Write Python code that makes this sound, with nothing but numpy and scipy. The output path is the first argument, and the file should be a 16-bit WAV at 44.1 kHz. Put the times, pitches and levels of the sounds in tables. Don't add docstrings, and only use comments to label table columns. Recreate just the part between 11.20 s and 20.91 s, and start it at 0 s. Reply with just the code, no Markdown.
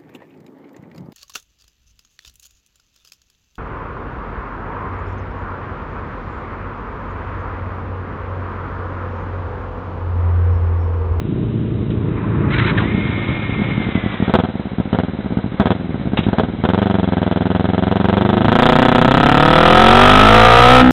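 import sys
import numpy as np
from scipy import signal
from scipy.fft import rfft, irfft, next_fast_len
from scipy.io import wavfile
from scipy.ndimage import map_coordinates

SR = 44100
rng = np.random.default_rng(int(sys.argv[2]) if len(sys.argv) > 2 else 0)


def pcm_store(signal):
    levels = np.round(np.clip(np.atleast_2d(signal), -1, 1) * 32767)
    wavfile.write(sys.argv[1], SR, levels.astype(np.int16).T)


N = 428211


def amp(db):
    return 10 ** (np.asarray(db) / 20)


def unit(x):
    return x / np.sqrt(np.mean(x ** 2) + 1e-20)


def curves(rows, at=None):
    times, *columns = np.transpose(rows)
    at = np.arange(N) / SR if at is None else at
    return [np.interp(at, times, column) for column in columns]


def wobble(rate):
    knots = rng.standard_normal(int(N * rate / SR) + 4)
    return map_coordinates(knots, [np.arange(N) * rate / SR])


def swell(start, attack, hold, release):
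    since = np.arange(N) / SR - start
    return np.interp(since, [-attack, 0, hold, hold + release], [0, 1, 1, 0])


def filtered(x, response):
    size = next_fast_len(N + SR // 2)
    spectrum = rfft(x, size) * response(np.fft.rfftfreq(size, 1 / SR))
    return irfft(spectrum, size)[:N]


def colour(points):
    f, db = np.transpose(points)
    return lambda hz: amp(np.interp(np.log(hz + 1), np.log(f), db))


def noise(points):
    return unit(filtered(rng.standard_normal(N), colour(points)))


def pipe(modes, low_hz, high_hz):
    def response(f):
        h = sum(amp(db) * 1j * f * width / (centre * centre - f * f + 1j * f * width)
                for centre, width, db in modes)
        h = h * (1j * f / (low_hz + 1j * f)) ** 2 / (1 + 1j * f / high_hz) ** 2
        return -h / np.sqrt(np.mean(np.abs(h) ** 2))
    return response


def impulses(times, sizes):
    at = np.clip(times * SR, 0, N)
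    i = at.astype(int)
    earlier = np.bincount(i, sizes * (1 - at + i), N + 2)
    later = np.bincount(i + 1, sizes * (at - i), N + 2)
    return (earlier + later)[:N]


def puffs(pulses, life):
    t = np.arange(SR // 10) / SR
    shape = np.exp(-t / life) - np.exp(-4 * t / life)
    envelope = signal.fftconvolve(pulses, shape / np.linalg.norm(shape))[:N]
    return envelope * rng.standard_normal(N)


def tone(hz):
    return np.sqrt(2) * np.sin(2 * np.pi * np.cumsum(hz) / SR)


# f/Hz, relative level/dB
MIC_HISS_COLOUR = [(200, -14), (700, 3), (1100, 0.5), (2000, -7), (2800, -6.5), (3800, -8), (4600, -33),
                   (8000, -120)]


def microphone_hiss(hiss_db=-43.0):
    return amp(hiss_db) * noise(MIC_HISS_COLOUR)


# f/Hz, relative level/dB
RUMBLE_COLOUR = [(15, -44), (35, -18.5), (55, -12.5), (110, -8.5), (200, -10.5), (500, -26.5),
                 (2000, -52.5), (5000, -120)]
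BUFFET_COLOUR = [(12, -8.5), (30, -4.5), (60, -4.5), (150, -26), (600, -72), (2000, -120)]
THUD_COLOUR = [(30, -25), (70, -13.5), (100, -4), (150, -4.5), (260, -6), (500, -29.5), (1500, -120)]
RUMBLE_DB, MOVING_S, RUMBLE_DB_PER_S = -36, 6.8, 3
BUMP_S, BUMP_DB, BUMP_LENGTH_S = 7.28, -18, .06


def road(buffet_db=-5):
    t = np.arange(N) / SR
    gust_db = 2.5 * wobble(12)
    moving = np.maximum(t - MOVING_S, 0)
    flow = amp(RUMBLE_DB + RUMBLE_DB_PER_S * moving + gust_db)
    rumble = flow * noise(RUMBLE_COLOUR)
    buffet = amp(buffet_db) * flow * np.minimum(moving, 1) * noise(BUFFET_COLOUR)
    bump = amp(BUMP_DB) * np.exp(-np.abs(t - BUMP_S) / BUMP_LENGTH_S) * noise(THUD_COLOUR)
    return rumble + buffet + bump


# t/s, f/Hz, level/dB
PASSED_NOTE = [(6.7, 355.8, -53), (7.1, 357.4, -24), (7.4, 343.8, -34), (7.65, 298.5, -22.5),
               (7.9, 279, -47.5), (8.3, 274, -63.5)]
# f/Hz, relative level/dB
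PASSED_COLOUR = [(15, -60), (35, -25.5), (60, -5), (100, -12), (160, -2), (300, -10.5), (900, -55.5),
                 (2500, -120)]
PASSED_S, PASSED_DB, PASSED_FADE_S = 7.9, -18.5, 0.93


def passed_bike():
    near = np.exp(-np.abs(np.arange(N) / SR - PASSED_S) / PASSED_FADE_S)
    throb = amp(PASSED_DB) * near * noise(PASSED_COLOUR)
    hz, db = curves(PASSED_NOTE)
    note = amp(db + 2 * wobble(23)) * tone(hz * (1 + 0.01 * wobble(40)))
    return throb + note


# t/s, relative level/dB
NEIGHBOUR_LEVEL = [(0.0, -18.5), (.8, -17), (1.5, -14.5), (2.2, -23), (2.6, -20.5), (3.3, -39), (5.0, -26),
                   (6.2, -36), (7.5, -65)]
# f/Hz, relative level/dB
NEIGHBOUR_PIPE = [(21, -43), (35, -16), (123, 1.5), (188, -6.5), (215, 0.5), (238, -16.5), (257, -7.5),
                  (306, -5.5), (440, -15), (499, -18.5), (518, -45.5), (587, -20.5), (700, -36.5),
                  (910, -70.5), (1540, -120)]
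# f/Hz, relative level/dB
NEIGHBOUR_CLATTER = [(290, -43), (500, -22), (531, -18), (576, -16.5), (729, -22.5), (954, -12.5),
                     (2500, -27), (3250, -47), (5500, -120)]


def neighbour(cycle_hz=13.8, scatter_db=2, pipe_db=-1, clatter_db=-29, rattle_db=-31):
    t = np.arange(N) / SR
    level_db, = curves(NEIGHBOUR_LEVEL)
    cycle = np.cumsum(cycle_hz * (1 + .012 * wobble(4.8))) / SR
    strokes = np.arange(int(cycle[-1] * 4))
    sizes = np.array([0.51, 1.0, 0.25, 1.0])[strokes % 4]
    sizes = sizes * amp(scatter_db * rng.standard_normal(len(strokes)))
    pulses = impulses(np.interp(strokes / 4, cycle, t), sizes)
    rough = .7
    beat = unit(filtered(pulses + rough * puffs(pulses, life=0.07), colour(NEIGHBOUR_PIPE)))
    clatter = noise(NEIGHBOUR_CLATTER) * amp(1.3 * wobble(70))
    rattle = amp(rattle_db) * swell(1.317, attack=0.56, hold=0.18, release=0.27)
    return amp(level_db + pipe_db) * beat + (amp(level_db + clatter_db) + rattle) * clatter


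# t/s, level/dB, time to fall by 60 dB/s
KNOCKS = [(0.705, -35, 0.13), (4.972, -14.5, 0.13), (5.033, -31, 0.34)]
# f/Hz, relative level/dB
KNOCK_COLOUR = [(150, -46), (500, 6), (1300, -1.0), (2300, -1.5), (3800, 0.5), (5000, -69)]


def knocks():
    t = np.arange(N) / SR
    level = sum(amp(db - 60 * np.abs(t - s) / t60) * (t >= s) for s, db, t60 in KNOCKS)
    return level * noise(KNOCK_COLOUR)


# f/Hz, relative level/dB
STARTER_COLOUR = [(350, -39), (600, -8.5), (738, -14), (981, -7), (1940, 1), (2280, -3), (2520, -5.5),
                  (4000, -10), (5200, -50.5), (8800, -120)]
CRANK_S, CRANK_HOLD_S, CRANK_DB, WHINE_HZ, SWAY, SWAY_HZ = 1.311, 0.196, -24, 1417, 0.078, 8.9
SQUEAL_S, SQUEAL_DB, SQUEAL_HZ, SQUEAL_FALL_S, SQUEAL_DB_PER_S = 1.582, -16, 1760, .05, 448


def starter(whine_db=-7, upper_db=-8, grind_db=-2, squeal_tone_db=-3):
    t = np.arange(N) / SR
    cranking = amp(CRANK_DB) * swell(CRANK_S, attack=0.011, hold=CRANK_HOLD_S, release=0.021)
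    hz = WHINE_HZ * (1 - SWAY * np.cos(2 * np.pi * SWAY_HZ * (t - CRANK_S)))
    grind = amp(grind_db + 3.4 * wobble(120)) * noise(STARTER_COLOUR)
    whine = amp(whine_db) * tone(hz * (1 + .03 * wobble(200)))
    upper = amp(upper_db) * tone(1.55 * hz * (1 + 0.0253 * wobble(200)))
    since = np.maximum(t - SQUEAL_S, 0)
    dropping = amp(SQUEAL_DB - SQUEAL_DB_PER_S * since)
    dropping = dropping * swell(SQUEAL_S, attack=0.012, hold=.1, release=.02)
    falling_hz = SQUEAL_HZ * np.exp(-since / SQUEAL_FALL_S)
    squeal = amp(squeal_tone_db) * tone(falling_hz * (1 + 0.019 * wobble(200)))
    return cranking * (grind + whine + upper) + dropping * (grind + squeal)


WHISTLE_S, WHISTLE_RISE_S, WHISTLE_HOLD_S, WHISTLE_FALL_S = 1.73, 0.13, .75, 0.75
WHISTLE_HZ, WHISTLE_SAG, WHISTLE_DB, WHISTLE_FADE_DB_PER_S = 2146, .2, -33, 2.5


def whistle(side_db=-8, side_ratio=0.85, breathy_db=-5):
    draught = swell(WHISTLE_S, WHISTLE_RISE_S, WHISTLE_HOLD_S, WHISTLE_FALL_S)
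    hz = WHISTLE_HZ * (1 - WHISTLE_SAG * (1 - draught) ** 1.6)

    def strand(pitch, waver):
        flicker = amp(2.5 * wobble(50))
        return flicker * tone(pitch * (1 + .004 * wobble(16) + waver * wobble(300)))

    air = strand(hz, 0.012)
    air = air + amp(side_db) * strand(side_ratio * hz, 0.02)
    air = air + amp(breathy_db) * strand(1.06 * hz, 0.054)
    since = np.maximum(np.arange(N) / SR - WHISTLE_S, 0)
    return amp(WHISTLE_DB - WHISTLE_FADE_DB_PER_S * since) * np.sqrt(draught) * air


# first firing t/s, run-up/s, top speed/(cycles/s), start of coasting after the firing/s,
# loss/(cycles/s per s), throttle open/s, closing/s, share of effort in the first firing, effort level/dB
BLIPS = [(3.079, .088, 20.6, .1, 15.8, .065, .19, .55, -15),
         (3.729, .075, 21.3, .09, 18.2, .055, .1, .6, -20.5),
         (4.398, .088, 21.1, .25, 23.8, .11, .05, .66, -17),
         (5.066, .11, 19.8, .37, 16, .12, .08, .15, -17)]
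# t/s, speed/(cycles/s)
PULL_SPEED = [(5.4375, 18.7), (5.6, 25.26), (5.8, 22.33), (6.0, 20.91), (6.2, 20.97), (6.5, 21.82),
              (6.8, 23.1), (7.2, 25.98), (7.4, 29.47), (7.6, 31.1), (7.8, 30.44), (8.3, 38.78),
              (8.7, 45.88), (9.55, 63.2), (9.71, 63.6)]
CATCH_S, SETTLED_S, CATCH_RATE, IDLE_RATE = 1.62, 2.935, 7.73, 12.38
LEAD_S = .033


def speed():
    t = np.arange(N) / SR
    rate = np.interp(t, [CATCH_S, SETTLED_S], [CATCH_RATE, IDLE_RATE])
    for s, run_up, top, hang, loss, *_ in BLIPS:
        rising = (top - IDLE_RATE) * np.maximum(s + run_up - t, 0) / (run_up + LEAD_S)
        coasting = loss * np.maximum(t - s - hang, 0)
        rate = np.maximum(rate, top - rising - coasting)
    return np.where(t < PULL_SPEED[0][0], rate, curves(PULL_SPEED)[0])


def cycles(rate):
    t = np.arange(N) / SR
    turned = np.cumsum(rate * (t >= CATCH_S)) / SR
    openings = [CATCH_S] + [blip[0] for blip in BLIPS] + [PULL_SPEED[0][0]]
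    there = np.interp(openings, t, turned)
    return turned + np.interp(t, openings, np.round(there) - there)


# t/s, level/dB
PULL_EFFORT = [(5.62, -20.5), (5.88, -24.5), (6.53, -23.5), (7.25, -16), (7.42, -7.5), (7.8, -11.5),
               (8.36, -5), (8.6, -0.5), (9.58, 1)]
IDLE_DB, COAST_GAIN_DB_PER_RATE, WEAK_DB, FIRING_S = -40.5, 0.06, -12.5, 2.51
BOOM_DB, BOOM_FOLLOWS, LUMP_DB = -2.5, 0.42, 3.5
BOOM_DIP_S, BOOM_DIP_WIDTH_S, BOOM_DIP_DB = 9.35, 0.12, -12
SHUT_S, SHUT_TAKES_S, OVERRUN_DB, OVERRUN_BOOM_DB = 9.602, .022, -14.5, 2.5


def load(rate):
    t = np.arange(N) / SR
    weak = WEAK_DB * np.clip((FIRING_S - t) / 0.24, 0, 1)
    effort = IDLE_DB + COAST_GAIN_DB_PER_RATE * (rate - IDLE_RATE) + weak
    for s, *_, held, closing, first, db in BLIPS:
        throttle = np.interp(t - s, [-LEAD_S, 0, held, held + closing], [0, first, 1, 0])
        effort = effort + (db - effort) * throttle
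    effort = np.where(t < PULL_SPEED[0][0] - LEAD_S, effort, curves(PULL_EFFORT)[0])
    shut = np.clip((t - SHUT_S) / SHUT_TAKES_S, 0, 1)
    lump = LUMP_DB * np.clip((17 - rate) / 5, 0, 1) * (t > FIRING_S)
    dip = BOOM_DIP_DB * np.exp(-((t - BOOM_DIP_S) / BOOM_DIP_WIDTH_S) ** 2)
    boom_level = BOOM_DB + BOOM_FOLLOWS * effort + lump + dip + OVERRUN_BOOM_DB * shut
    bark_level = effort + OVERRUN_DB * shut
    return boom_level, bark_level


# f/Hz, relative level/dB
GEAR_COLOUR = [(240, -39.5), (400, -8), (544, 5.5), (611, -8.5), (1070, -10), (1330, -8.5), (1870, -11.5),
               (2220, -9), (2540, -22.5), (3740, -18), (4000, -17), (5200, -83), (8800, -120)]
# f/Hz, relative level/dB
INTAKE_HISS = [(250, -36), (450, -2.5), (700, -3), (1300, -0.5), (1900, -4.5), (2300, 0), (2600, -8),
               (3700, -6), (5000, -56), (8000, -120)]


def valve_gear(bark_level, idle_db=-38.5, follows=0.16, intake_db=-31.5, flutter_db=1.63):
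    running = np.arange(N) / SR > CRANK_S
    whirr = running * amp(idle_db + follows * (bark_level - IDLE_DB)) * noise(GEAR_COLOUR)
    drawing = swell(CATCH_S, attack=0.25, hold=1.42, release=0.21)
    hiss = amp(intake_db) * drawing * noise(INTAKE_HISS)
    return (whirr + hiss) * amp(flutter_db * wobble(90))


# f/Hz, width/Hz, relative level/dB
SILENCER_MODES = [(108.4, 51, -2), (196, 57, 3.5), (240, 18, -9.5)]
SILENCER_HZ = 380
# f/Hz, width/Hz, relative level/dB
HEADER_MODES = [(509.2, 67, 3.5), (652, 90, 4.5), (739.6, 26, -1), (830, 290, -2), (934, 49, -9.5),
                (1263, 87, -3.5), (1504, 160, -5)]
# f/Hz, width/Hz, relative level/dB
COLLECTOR_MODES = [(378, 60, 0)]
# f/Hz, width/Hz, relative level/dB
HOWL_MODES = [(692, 70, 2.5), (1202, 37, -2.5), (1276, 110, 3.5)]
# f/Hz, width/Hz, relative level/dB
CRACK_MODES = [(2020, 1800, 1), (3300, 4700, -7.5)]
# f/Hz, relative level/dB
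RASP_COLOUR = [(600, -35.5), (1400, 8), (1900, -3), (2500, -3.5), (3400, 3.5), (4200, -15.5), (6000, -35.5)]


def exhaust(rate, boom_level, bark_level, second_boom_db=-2, second_bark_db=-1, idle_scatter_db=4.5,
            idle_lag=0.022, rasp_db=-14, crack_db=-15.0, howl_db=-2, cycle_db=-13, crank_db=-10,
            hot_ratios=(1.36, 1.2, 1.2), collector_db=-7, collector_hot_db=-9, front_lag=0.00129):
    t = np.arange(N) / SR
    revs = np.clip((rate - 28) / 28, 0, 1)
    idling = np.clip((21 - rate) / 5, .04, 1)
    heat = np.clip((rate - 24) / 9, 0, 1)

    cycle = cycles(rate)
    whole = np.arange(int(cycle[-1]) + 1)
    lazy = np.interp(whole, cycle, idling)
    chance = rng.standard_normal((len(whole), 5)).T
    second = whole + .24 + lazy * (idle_lag + .02 * chance[0])
    times = np.interp(np.concatenate([whole, second]), cycle, t)
    times = np.maximum(times, CATCH_S)

    boom_db, bark_db = np.interp(times, t, boom_level), np.interp(times, t, bark_level)
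    share = np.sqrt(SR / np.interp(times, t, rate) / 2)
    scatter_db = idle_scatter_db * np.tile(lazy, 2) * chance[1:3].ravel()
    boom_db = boom_db - 3.48 + scatter_db + np.repeat([0, second_boom_db], len(whole))
    bark_db = bark_db + scatter_db + 1.4 * chance[3:5].ravel()
    bark_db = bark_db + np.repeat([0, second_bark_db], len(whole))
    boom = impulses(times, share * amp(boom_db))
    bark = impulses(times + front_lag, share * amp(bark_db))

    hot_modes = [(hz * ratio, width, db) for (hz, width, db), ratio in zip(SILENCER_MODES, hot_ratios)]
    body = filtered(boom * (1 - heat), pipe(SILENCER_MODES, low_hz=29.2, high_hz=SILENCER_HZ))
    body = body + filtered(boom * heat, pipe(hot_modes, low_hz=31, high_hz=SILENCER_HZ))

    turbulence = .3 + .65 * idling - .25 * heat
    gas = turbulence * puffs(bark, life=0.0097) - bark
    edge = filtered(gas, pipe(HEADER_MODES, low_hz=111, high_hz=2010))
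    collector_gain = amp(collector_db + collector_hot_db * heat)
    collector = collector_gain * filtered(-gas, pipe(COLLECTOR_MODES, low_hz=99, high_hz=1550))
    howl_gain = amp(howl_db) * heat * (0.4 + 0.55 * revs)
    howl = howl_gain * filtered(gas, pipe(HOWL_MODES, low_hz=710, high_hz=2090))
    crack = amp(crack_db) * filtered(gas, pipe(CRACK_MODES, low_hz=895, high_hz=4830))
    rasp = filtered(puffs(bark, life=0.0069), lambda f: unit(colour(RASP_COLOUR)(f)))
    hiss = amp(rasp_db - 2 * revs) * rasp

    turn = 2 * np.pi * cycle
    low_notes = amp(cycle_db) * np.sin(turn) + amp(crank_db) * np.sin(2 * turn)
    throb = revs * amp(bark_level) * low_notes
    return body + edge + collector + howl + crack + hiss + throb


def scene():
    rate = speed()
    boom_level, bark_level = load(rate)
    surroundings = microphone_hiss() + road() + passed_bike() + neighbour()
    engine = knocks() + starter() + whistle() + valve_gear(bark_level)
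    engine = engine + exhaust(rate, boom_level, bark_level)
    return (surroundings + engine)[None]


def clipped(x, top, hardness):
    return x / (1 + np.abs(x / top) ** hardness) ** (1 / hardness)


MIC_HZ, TOP_HZ = 4080, 16200


def record(dry):
    overloaded = clipped(dry[0], top=.72, hardness=8)
    narrow = filtered(overloaded, lambda hz: 1 / np.sqrt(1 + np.minimum(hz / MIC_HZ, 2) ** 120))
    ceiling = .69
    return filtered(np.clip(narrow, -ceiling, ceiling), lambda hz: hz < TOP_HZ)[None]


dry = scene()
out = record(dry)
pcm_store(out)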